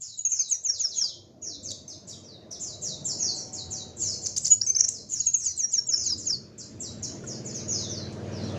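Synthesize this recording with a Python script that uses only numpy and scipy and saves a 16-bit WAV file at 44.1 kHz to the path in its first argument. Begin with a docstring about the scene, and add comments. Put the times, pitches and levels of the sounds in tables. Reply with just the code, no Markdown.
"""A caged sunbird twitters close by: short dipping notes, falling sweeps and sharp chips, with faint cage ticks.
Farther off a second bird sings falling sweeps, washed in the ring of a hard-walled porch.
Behind them street noise rises and falls, a distant horn and a short toot sound, a motorbike draws near.
Birds are sines with gliding pitch, rasp and a second voice, convolved with reflections; traffic is shaped
noise; horns and motorbike are sums of harmonics."""
import sys
import numpy as np
from scipy import signal
from scipy.fft import rfft, irfft
from scipy.io import wavfile
from scipy.ndimage import uniform_filter1d

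SR = 44100
rng = np.random.default_rng(int(sys.argv[2]) if len(sys.argv) > 2 else 0)


def to_wav(s):
    """Save 16-bit WAV."""
    ch = np.atleast_2d(s).T  # columns
    pcm = np.round(np.clip(ch, -1, 1) * 32767)  # PCM
    wavfile.write(sys.argv[1], SR, pcm.astype(np.int16))


N = 378378
TIME_S = np.arange(N) / SR

# All levels are relative: the mix and the spectra scale them further.
# Street noise. Each row: time in seconds, boom level in dB, rumble level in dB, roar level in dB.
TRAFFIC_LEVELS = [(0, -64.5, -76, -83), (.3, -69.5, -76, -76), (.6, -63.5, -68, -63),
                  (1.6, -57.5, -52, -56), (2.4, -61, -54.5, -55.5), (3.15, -52.5, -46.5, -48.5),
                  (3.7, -49.5, -54.5, -55), (4.25, -48, -54.5, -50.5), (4.55, -50, -58.5, -58),
                  (5.031, -57.5, -54, -56.5), (5.352, -53, -61.5, -74.5), (5.8, -56.5, -64.5, -57.5),
                  (6.2, -47, -48, -60), (6.5, -52.5, -54.5, -64), (7.15, -41.5, -43.5, -50.5),
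                  (7.4, -57, -51, -52), (8.1, -50, -50, -47.5), (8.58, -48, -43, -42)]
# Low street band. Each row: frequency in Hz, density in dB per Hz.
BOOM_SPECTRUM = [(25, -31), (50, -23.5), (80, -5.5), (120, -7.5), (190, -16.5), (2000, -100)]
# Middle street band. Each row: frequency in Hz, density in dB per Hz.
RUMBLE_SPECTRUM = [(70, -39.5), (135, -1.5), (230, -4), (350, -4), (480, -20), (4000, -100)]
# Upper street band. Each row: frequency in Hz, density in dB per Hz.
ROAR_SPECTRUM = [(200, -17.5), (400, -2.5), (660, -3.5), (820, -15.5), (1200, -22.5), (2400, -52),
                 (9000, -83.5)]
# Narrow low peaks in the street noise, many at motorbike harmonics. Each row: frequency in Hz, boost in dB.
STREET_PEAKS = [(97, 8), (135, 2), (194, 3), (228, 7.5), (350, 1), (455, 0), (615, 9.5)]
# Tyre hiss. Each row: time in seconds, level in dB.
TYRE_LEVELS = [(0, -86.5), (.6, -74.5), (1.1, -78), (2.2, -67), (3.7, -62.5), (4.2, -65), (4.55, -72),
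               (5.1, -73), (6.25, -67), (7.2, -56.5), (8.1, -52.5), (8.58, -47)]
# Tyre hiss. Each row: frequency in Hz, density in dB per Hz.
TYRE_SPECTRUM = [(300, -19.5), (800, 13), (1400, 10.5), (2400, 6), (4000, 2.5), (6500, 3.5), (8500, -17),
                 (10500, -20), (13000, -39)]
# Steady air noise. Each row: frequency in Hz, density in dB per Hz.
AIR_SPECTRUM = [(200, -17.5), (450, -15.5), (670, 17), (900, -10.5), (2800, -18.5), (4500, 6.5),
                (7000, -0.5), (8500, -30.5), (13000, -10)]
# Horns. Each row: start in seconds, length in seconds, fundamental in Hz, number of the loudest harmonic,
# level of that harmonic in dB, fall per harmonic away from it in dB.
HORN_CALLS = [(2.953, 1.17, 150.4, 5, -58, 7.5), (7.234, 0.019, 358, 4, -46.5, 11)]
# Motorbike. Each row: time in seconds, firings per second, level in dB.
MOTORBIKE_COURSE = [(0, 22, -72), (1.7, 21, -63), (2.2, 19.4, -53), (2.9, 17.8, -54), (3.3, 20, -50),
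                    (4.1, 16.1, -49), (4.7, 17, -60), (5.7, 18, -61), (6.3, 18.1, -51), (7.1, 18.6, -48),
                    (7.27, 18.5, -40), (7.56, 18.5, -39.5), (7.68, 19.25, -39.2), (8.1, 19.35, -38.2),
                    (8.58, 19.45, -34)]
# Exhaust resonances. Each row: frequency in Hz, gain in dB.
EXHAUST_RESPONSE = [(50, -31), (80, -11), (92, -8), (97, 11), (110, 4), (130, 8), (160, -4), (190, 3.5),
                    (225, 5), (270, -14), (300, -0.5), (350, -1), (410, -7), (455, -2), (500, -8),
                    (620, -8), (800, -24.5)]
# Cage wire ticks. Each row: start in seconds, level in dB.
CAGE_TICKS = [(7.24, -52), (8.125, -52)]
# Reverberation time of the porch. Each row: frequency in Hz, time to fall 60 dB in seconds.
PORCH_T60 = [(7000, 0.42), (12000, 0.23)]
# Hoarse noise of the syrinx. Each row: frequency in Hz, density in dB per Hz.
RASP_SPECTRUM = [(300, -26), (2800, -0.5), (4500, 15), (7000, 25), (8800, 5.5), (10800, -2), (13000, -20.5)]
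# Far bird's sweeps. Each row: start in seconds, length in seconds, top in Hz, bottom in Hz,
# ease (higher levels out earlier), level in dB, fade over the note in dB, rasp in dB.
FAR_SWEEPS = [(0.0, 0.11, 7770, 3880, 2.3, -48, 23, -16), (0.02, 0.13, 5500, 3750, 1.2, -49, 6, -32),
              (0.284, 0.22, 7440, 3660, 2.5, -42.5, 29, -45), (0.685, 0.11, 7060, 3330, 1.44, -43, 19, -34),
              (0.881, 0.098, 7500, 3210, 4.5, -44.5, 17, -40), (0.931, 0.2, 7310, 3020, 1.24, -42, 21, -21),
              (1.413, 0.15, 7040, 3485, 1.5, -42, 12.5, -38.5),
              (1.625, 0.096, 7590, 3270, 0.9, -40.5, 13, -23),
              (1.871, 0.073, 6580, 3560, 0.9, -47, 12.5, -14.5),
              (2.068, 0.081, 7860, 3194, 2, -47, 17.5, -8), (2.225, 0.16, 6350, 3625, 3.1, -55, 6, -38),
              (2.505, 0.057, 6200, 3430, 0.7, -46.5, 18, -13.5),
              (2.592, 0.15, 7930, 3855, 2.5, -41, 20, -34),
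              (2.811, 0.15, 7900, 3576, 3.5, -40.5, 32, -18.5),
              (3.042, 0.097, 7880, 3970, 1.5, -35.5, 19, -33), (3.179, 0.15, 7130, 4023, 2, -32.5, 10, -31),
              (3.339, 0.082, 8200, 5330, 3, -41, 3, -21.5),
              (3.522, 0.097, 7770, 3800, 2.7, -41.5, 19.5, -23),
              (3.697, 0.13, 7750, 3740, 3, -42.5, 20, -41), (3.96, 0.096, 7820, 3960, 2.4, -44.5, 12, -32),
              (3.984, 0.17, 7830, 4150, 1.86, -34.5, 19, -22.5), (4.09, 0.087, 8360, 5860, 3, -44, 5, -17),
              (4.213, 0.055, 7430, 4236, -2, -36, -4, -21), (4.415, 0.042, 7960, 4410, -1.5, -37, 6, -20),
              (4.647, 0.052, 7760, 4150, 1, -44, 24, -31), (4.865, 0.13, 7270, 4010, 0.7, -46.5, 7, -15),
              (5.086, 0.15, 7550, 3880, 1.25, -40.5, 23.5, -16.5),
              (5.36, 0.24, 7940, 3957, 5, -49, 38, -22), (5.684, 0.067, 7330, 3900, 2.1, -46, 19, -38),
              (5.95, 0.17, 7120, 3730, 2.5, -40.5, 28, -39), (6.17, 0.097, 7500, 4090, 1.5, -44.5, 19, -40),
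              (6.578, 0.057, 7770, 4100, 3, -44, 23, -45), (6.794, 0.086, 7940, 3880, 1.56, -40.5, 7, -35),
              (7.022, 0.068, 7760, 3870, 5, -45.5, 41.5, -14.5),
              (7.262, 0.12, 7570, 4270, 4, -47.5, 32, -21), (7.442, 0.089, 7920, 4250, 2, -45, 18, -35),
              (7.538, 0.069, 6870, 3700, 0.5, -42.5, 24, -18), (7.675, 0.22, 7120, 3416, 3, -40, 28, -38),
              (7.782, 0.056, 6750, 5420, 0.5, -38, 17, -17.5), (7.868, 0.19, 6980, 3970, 4, -45, 11.5, -26),
              (8.31, 0.16, 6200, 3920, 3.5, -52.5, 3, -29), (8.423, 0.095, 6200, 3280, 2, -51.5, 16, -13)]
# Sweep level by pitch, weakest at the top. Each row: pitch in Hz, gain in dB.
SWEEP_GAIN = [(4000, 0.5), (7000, 1.5), (8200, -5)]
# Near bird's whistles. Each row: start in seconds, length in seconds, start pitch in Hz, pitch at the turn in Hz,
# turn as a share of the length, level in dB, swell over the note in dB.
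WHISTLES = [(0.170, 0.056, 8260, 6760, 0.47, -29, -14), (0.247, 0.025, 7470, 6390, 0.45, -18.5, -4.5),
            (0.316, 0.022, 7000, 6250, 0.48, -19, 1), (0.389, 0.028, 6670, 6190, 1.17, -17, 3),
            (0.485, 0.073, 8380, 5793, 1.03, -21, 12), (0.631, 0.073, 7770, 5430, 1.23, -20.5, 6),
            (0.778, 0.1, 7730, 4920, 1.22, -22, -2), (0.961, 0.11, 7470, 4505, 1.16, -22.5, -3),
            (4.497, 0.049, 7170, 6820, 0.4, -11.5, -4), (4.611, 0.029, 4060, 5960, 0.44, -19, -14),
            (4.66, 0.05, 6930.0, 6140, 0.44, -16.5, 6), (4.745, 0.023, 4270, 6250, 0.82, -18.5, 9),
            (5.134, 0.0071, 7600, 6940, 0.61, -15.5, -2), (5.192, 0.019, 7820, 6630, 0.97, -23.5, 7),
            (5.256, 0.042, 7900, 6460, 0.58, -19, -11), (5.331, 0.052, 7630, 6410, 0.51, -22, -32),
            (5.431, 0.095, 8430, 5880, 0.83, -20.5, 2), (5.561, 0.092, 8460, 5675, 0.92, -20.5, 9),
            (5.709, 0.085, 7990, 5383, 1.185, -20, 6.5), (5.859, 0.095, 8000, 5300, 1.23, -22.5, -3),
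            (5.912, 0.051, 5450, 5230, 0.9, -24.5, 13), (6.033, 0.11, 8080, 4725, 1.14, -22.5, 0),
            (6.25, 0.11, 7710, 4170, 1.21, -23, -9), (6.286, 0.027, 5330, 5150, 0.78, -27.5, 1)]
# Whistle level by pitch, coloured by a close reflection. Each row: pitch in Hz, gain in dB.
REFLECTION_GAIN = [(4000, 9), (4800, -2.5), (5500, 2), (6000, -9), (6600, 4), (7200, -8.5), (8200, -1)]
# Near bird's rising chips. Each row: start in seconds, length in seconds, start pitch in Hz, top in Hz,
# level in dB, swell over the note in dB, rasp in dB.
CHIPS = [(1.700, 0.018, 4600, 7100, -36.5, 16, -4.5), (4.256, 0.015, 4240, 7440, -28, 20, -10.5),
         (4.360, 0.024, 4400, 7500, -25.5, 6, -6), (4.445, 0.013, 4575, 7230, -22.5, 13, -14.5),
         (4.461, 0.022, 4360, 7100, -26, 0, -7), (4.783, 0.017, 4900, 6870, -24, 16.5, -24),
         (4.802, 0.0091, 5370, 6690, -19.5, 13.5, -31), (4.836, 0.015, 4780, 6650, -22.5, 18.5, -18),
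         (4.849, 0.0067, 5100, 6800, -32, 9, -15), (4.881, 0.0098, 5510, 7380, -22, 8, -14)]

PEAK_HALF_WIDTH_HZ = 4.1
EXHAUST_BLUR_TURNS = 0.0105  # rms, per harmonic order
SECOND_VOICE_RATIO = 0.84  # pitch of the other side of the syrinx
SWEEP_LINGER = 1.4  # above 1, a sweep hangs at its top before it falls
SWEEP_JITTER, SWEEP_SETTLE, SWEEP_DIRECT_DB = 0.02, 0.8, -4.5
SWEEP_SECOND_DB, SWEEP_SECOND_FADE_DB = -15.5, 29.5  # start of the second voice, extra fade over the note
REBOUND = 0.18  # how strongly a whistle swings back after its turn
WHISTLE_RASP_DB, CHIP_SECOND_DB = -54, -2.5
CHIP_JITTER, CHIP_RISE = 0.02, 0.35  # pitch tremble as a share, attack as a share of the length
GHOST_STEP_HZ, BAND_EDGE_HZ = 3888, 13050


def gain_of(db):
    """Decibels to amplitude."""
    return 10 ** (np.asarray(db) / 20)


def evened(x):
    """Scales to rms 1."""
    return x / np.sqrt(np.mean(x ** 2) + 1e-20)


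def read(points, hz):
    """Interpolates a table on a log-frequency axis."""
    table_hz, value = np.transpose(points)
    return np.interp(np.log(hz + 1), np.log(table_hz + 1), value)


def course(s, db):
    """Amplitude over the scene from levels at given times."""
    return gain_of(np.interp(TIME_S, s, db))


def add(mix, s, sound):
    """Mixes a sound in at time s."""
    part = mix[max(round(s * SR), 0):][:len(sound)]
    part += sound[:len(part)]


def noise(spectrum):
    """Gaussian noise of rms 1 with the given spectrum."""
    hz = np.fft.rfftfreq(N, 1 / SR)
    return evened(irfft(rfft(rng.standard_normal(N)) * gain_of(read(spectrum, hz)), N))


def wander(rate_hz):
    """Smooth random course of rms 1, rolled off around the rate."""
    hz = np.fft.rfftfreq(N, 1 / SR)
    return evened(irfft(rfft(rng.standard_normal(N)) * np.exp(-(hz / rate_hz) ** 2), N))


def mottle(x, depth_db, count, size):
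    """Random patches of level, count frames long and size bins wide."""
    z = signal.stft(x, SR, nperseg=1024, noverlap=768)[2]
    patches = uniform_filter1d(rng.standard_normal(z.shape), count, 1)
    patches = evened(uniform_filter1d(patches, size, 0))
    patched = signal.istft(z * gain_of(depth_db * patches), SR, nperseg=1024, noverlap=768)[1]
    return np.std(x) * evened(patched[:N])


def scatter(x, t60_s):
    """A quick cluster of reflections off surfaces close to a bird, energy 1."""
    t = np.arange(SR // 10) / SR
    taps = rng.standard_normal(len(t)) * (rng.random(len(t)) < .03)
    taps = taps * gain_of(-60 * t / t60_s) * (t > .001)
    return signal.fftconvolve(x, taps / np.linalg.norm(taps))[:N]


def porch(x, onset_s):
    """Dense reflections of energy 1 that build up over the onset; each band dies at its own speed."""
    taps = rng.standard_normal(SR) * (rng.random(SR) < 4000 / SR)
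    hz, t, z = signal.stft(taps, SR, nperseg=256)
    decay = gain_of(-60 * t / read(PORCH_T60, hz)[:, None])
    tail = signal.istft(z * decay, SR, nperseg=256)[1]
    tail = tail * np.minimum(np.arange(len(tail)) / (onset_s * SR), 1) ** 2
    return signal.fftconvolve(x, tail / np.linalg.norm(tail))[:N]


def traffic():
    """Boom, rumble and roar coloured by narrow low peaks, with tyre hiss, over steady air noise."""
    s, *levels = np.transpose(TRAFFIC_LEVELS)
    bands = (BOOM_SPECTRUM, RUMBLE_SPECTRUM, ROAR_SPECTRUM)
    low = sum(course(s, db) * noise(band) for db, band in zip(levels, bands))
    hz = np.fft.rfftfreq(2 * N, 1 / SR)
    boost_db = sum(db / (1 + ((hz - peak_hz) / PEAK_HALF_WIDTH_HZ) ** 2) for peak_hz, db in STREET_PEAKS)
    low = irfft(rfft(low, 2 * N) * gain_of(boost_db - 2.5))[:N]
    low = mottle(low, depth_db=4.5, count=24, size=1)
    hiss = course(*np.transpose(TYRE_LEVELS)) * mottle(noise(TYRE_SPECTRUM), depth_db=2.5, count=8, size=8)
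    return low + hiss + gain_of(-72.5) * noise(AIR_SPECTRUM)


def horns():
    """Distant wavering horns: only a few harmonics around the flare's resonance carry this far."""
    out = np.zeros(N)
    for s, length_s, hz, loudest, db, fall_db in HORN_CALLS:
        drift = wander(12.0)[:round(length_s * SR)]  # moves pitch and level together
        turns = np.cumsum(hz * (1 + 0.003 * drift)) / SR
        tone = np.zeros(len(drift))
        for k in range(-1, 3):
            tone += gain_of(db - fall_db * abs(k)) * np.sin(2 * np.pi * (round(loudest) + k) * turns)
        add(out, s, np.sqrt(2) * tone * gain_of(drift) * signal.windows.tukey(len(drift), .7))
    return out


def motorbike():
    """A slowly firing single cylinder: harmonics shaped by the exhaust, phase wander blurs the higher ones."""
    s, rate_hz, db = np.transpose(MOTORBIKE_COURSE)
    firing_hz = np.interp(TIME_S, s, rate_hz) * (1 + 0.0041 * wander(7.1))
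    turns = np.cumsum(firing_hz) / SR
    blur, hum = EXHAUST_BLUR_TURNS * wander(3.6), np.zeros(N)
    for k in range(3, 40):
        own_blur = np.roll(blur, rng.integers(N))
        phase = k * (turns + own_blur) + rng.random()
        level = np.interp(TIME_S, s, gain_of(read(EXHAUST_RESPONSE, k * rate_hz)))
        hum += level * np.sin(2 * np.pi * phase)
    return course(s, db) * evened(hum)


def cage():
    """Faint dry ticks of the cage wire: decaying bursts of noise."""
    out, t = np.zeros(N), np.arange(SR // 20) / SR
    for s, db in CAGE_TICKS:
        add(out, s, gain_of(db - 60 * t / 0.16) * noise(RASP_SPECTRUM)[:len(t)])
    return out


def sing(notes, gesture, jitter, jitter_hz, flutter_db, rise, fade, overtone_db, release_s, settle=0):
    """A syrinx: a sine follows the gesture, rasp and octave grow together, the tremble may settle."""
    out, flutter, hoarse = np.zeros(N), wander(160), noise(RASP_SPECTRUM)
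    tremble = jitter * wander(jitter_hz)
    for s, length_s, *shape in notes:
        t = np.arange(round((length_s + release_s) * SR)) / SR
        along = np.minimum(t / length_s, 1)
        at = (round(s * SR) + np.arange(len(t))) % N
        glide_hz, level_db, rasp_db = gesture(along, *shape)
        hz = glide_hz * (1 + tremble[at] * (1 - settle * along))
        phase = 2 * np.pi * np.cumsum(hz) / SR
        harshness = hoarse[at] + np.sqrt(2) * gain_of(overtone_db) * np.sin(2 * phase)
        voice = np.sqrt(2) * np.sin(phase) + gain_of(rasp_db) * harshness
        attack = np.minimum(along / rise, 1)
        ending = np.minimum((t[-1] - t) / (release_s + fade * length_s), 1)
        envelope = np.sin(np.pi / 2 * attack * ending) ** 2
        add(out, s, gain_of(level_db + flutter_db * flutter[at]) * envelope * voice)
    return out


def sweep(along, top_hz, bottom_hz, ease, db, fade_db, rasp_db):
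    """The pitch hangs at the top, then drops; the ease sets how early it levels out."""
    fallen = np.expm1(-ease * along ** SWEEP_LINGER) / np.expm1(-ease)
    hz = top_hz + (bottom_hz - top_hz) * fallen
    return hz, db - fade_db * (along - .5) + read(SWEEP_GAIN, hz), rasp_db


def sweep_second(along, *shape):
    """The other side of the syrinx doubles the start of a sweep at a lower pitch."""
    hz, db, rasp_db = sweep(along, *shape)
    return SECOND_VOICE_RATIO * hz, db + SWEEP_SECOND_DB - SWEEP_SECOND_FADE_DB * along, rasp_db


def far_bird():
    """Doubled sweeps whose tremble settles, amid reflections, with the recorder's faint shifted copy, blurred."""
    song = sing(FAR_SWEEPS, sweep, jitter=SWEEP_JITTER, jitter_hz=500, flutter_db=4.0, rise=0.17, fade=0.1,
                overtone_db=-21, release_s=0.011, settle=SWEEP_SETTLE)
    song = song + sing(FAR_SWEEPS, sweep_second, jitter=SWEEP_JITTER, jitter_hz=403, flutter_db=4.5,
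                       rise=0.04, fade=0.074, overtone_db=-21, release_s=0.011)
    # ghost: the recorder's copy of the song shifted up, kept around 10-12 kHz
    ghost = (signal.hilbert(song) * np.exp(2j * np.pi * GHOST_STEP_HZ * TIME_S)).real
    ghost = signal.sosfilt(signal.butter(4, [10000, 12000], "band", fs=SR, output="sos"), ghost)
    close = gain_of(SWEEP_DIRECT_DB) * song + gain_of(-8) * scatter(song, t60_s=0.037)
    ring = gain_of(-1.5) * porch(song, onset_s=0.0067)
    return close + ring + gain_of(-38.5) * porch(ghost, onset_s=0.002)


def whistle(along, start_hz, turn_hz, turn, db, swell_db):
    """Pitch glides to its turn and swings back; a close reflection strengthens some pitches and weakens others."""
    phase = np.minimum(along / turn, 2)
    away = (1 - np.sin(np.pi / 2 * phase)) * np.where(phase > 1, REBOUND, 1)
    hz = turn_hz + (start_hz - turn_hz) * away
    return hz, db + swell_db * (along - .5) + read(REFLECTION_GAIN, hz), WHISTLE_RASP_DB


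def chip(along, start_hz, top_hz, db, swell_db, rasp_db):
    """The pitch shoots up at an even rate in octaves."""
    return start_hz * (top_hz / start_hz) ** along, db + swell_db * (along - .5), rasp_db


def chip_second(along, start_hz, top_hz, db, swell_db, rasp_db):
    """The other side of the syrinx holds a pitch under the chip's top."""
    hz = np.full_like(along, SECOND_VOICE_RATIO * top_hz)
    return hz, db + CHIP_SECOND_DB + swell_db * (along - .5), rasp_db


def near_bird():
    """Clean whistles and harsh two-voiced chips, smeared by close reflections, with a light porch tail."""
    whistles = sing(WHISTLES, whistle, jitter=0.0008, jitter_hz=300, flutter_db=2.5, rise=0.3, fade=0.17,
                    overtone_db=8.5, release_s=0.012)
    chips = sing(CHIPS, chip, jitter=CHIP_JITTER, jitter_hz=610, flutter_db=3.5, rise=CHIP_RISE, fade=0.12,
                 overtone_db=-23, release_s=0.0039)
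    chips = chips + sing(CHIPS, chip_second, jitter=CHIP_JITTER, jitter_hz=717, flutter_db=2.0, rise=CHIP_RISE,
                         fade=0.098, overtone_db=-29.5, release_s=0.003)
    direct = gain_of(-3.5) * (whistles + chips)
    close = scatter(gain_of(-10.0) * whistles + gain_of(-12) * chips, t60_s=0.16)
    return direct + close + porch(gain_of(-22.0) * whistles + gain_of(-17.5) * chips, onset_s=0.025)


def scene():
    """Both birds and the cage over the street."""
    return (traffic() + horns() + motorbike() + cage() + far_bird() + near_bird())[None]


def record(dry):
    """Sound above about 3 kHz gains faint copies one and two steps below and one above; then the band limit."""
    step = np.exp(2j * np.pi * GHOST_STEP_HZ * TIME_S)
    treble = signal.hilbert(signal.sosfilt(signal.butter(4, 3000, "high", fs=SR, output="sos"), dry))
    shifts = gain_of(-33) / step + gain_of(-38) * step + gain_of(-46) / step ** 2
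    ghosts = (treble * shifts).real
    band_limit = signal.firwin(511, BAND_EDGE_HZ, window=("kaiser", 9), fs=SR)
    return signal.oaconvolve(dry + ghosts, band_limit[None], "same")


dry = scene()
out = record(dry)
to_wav(out)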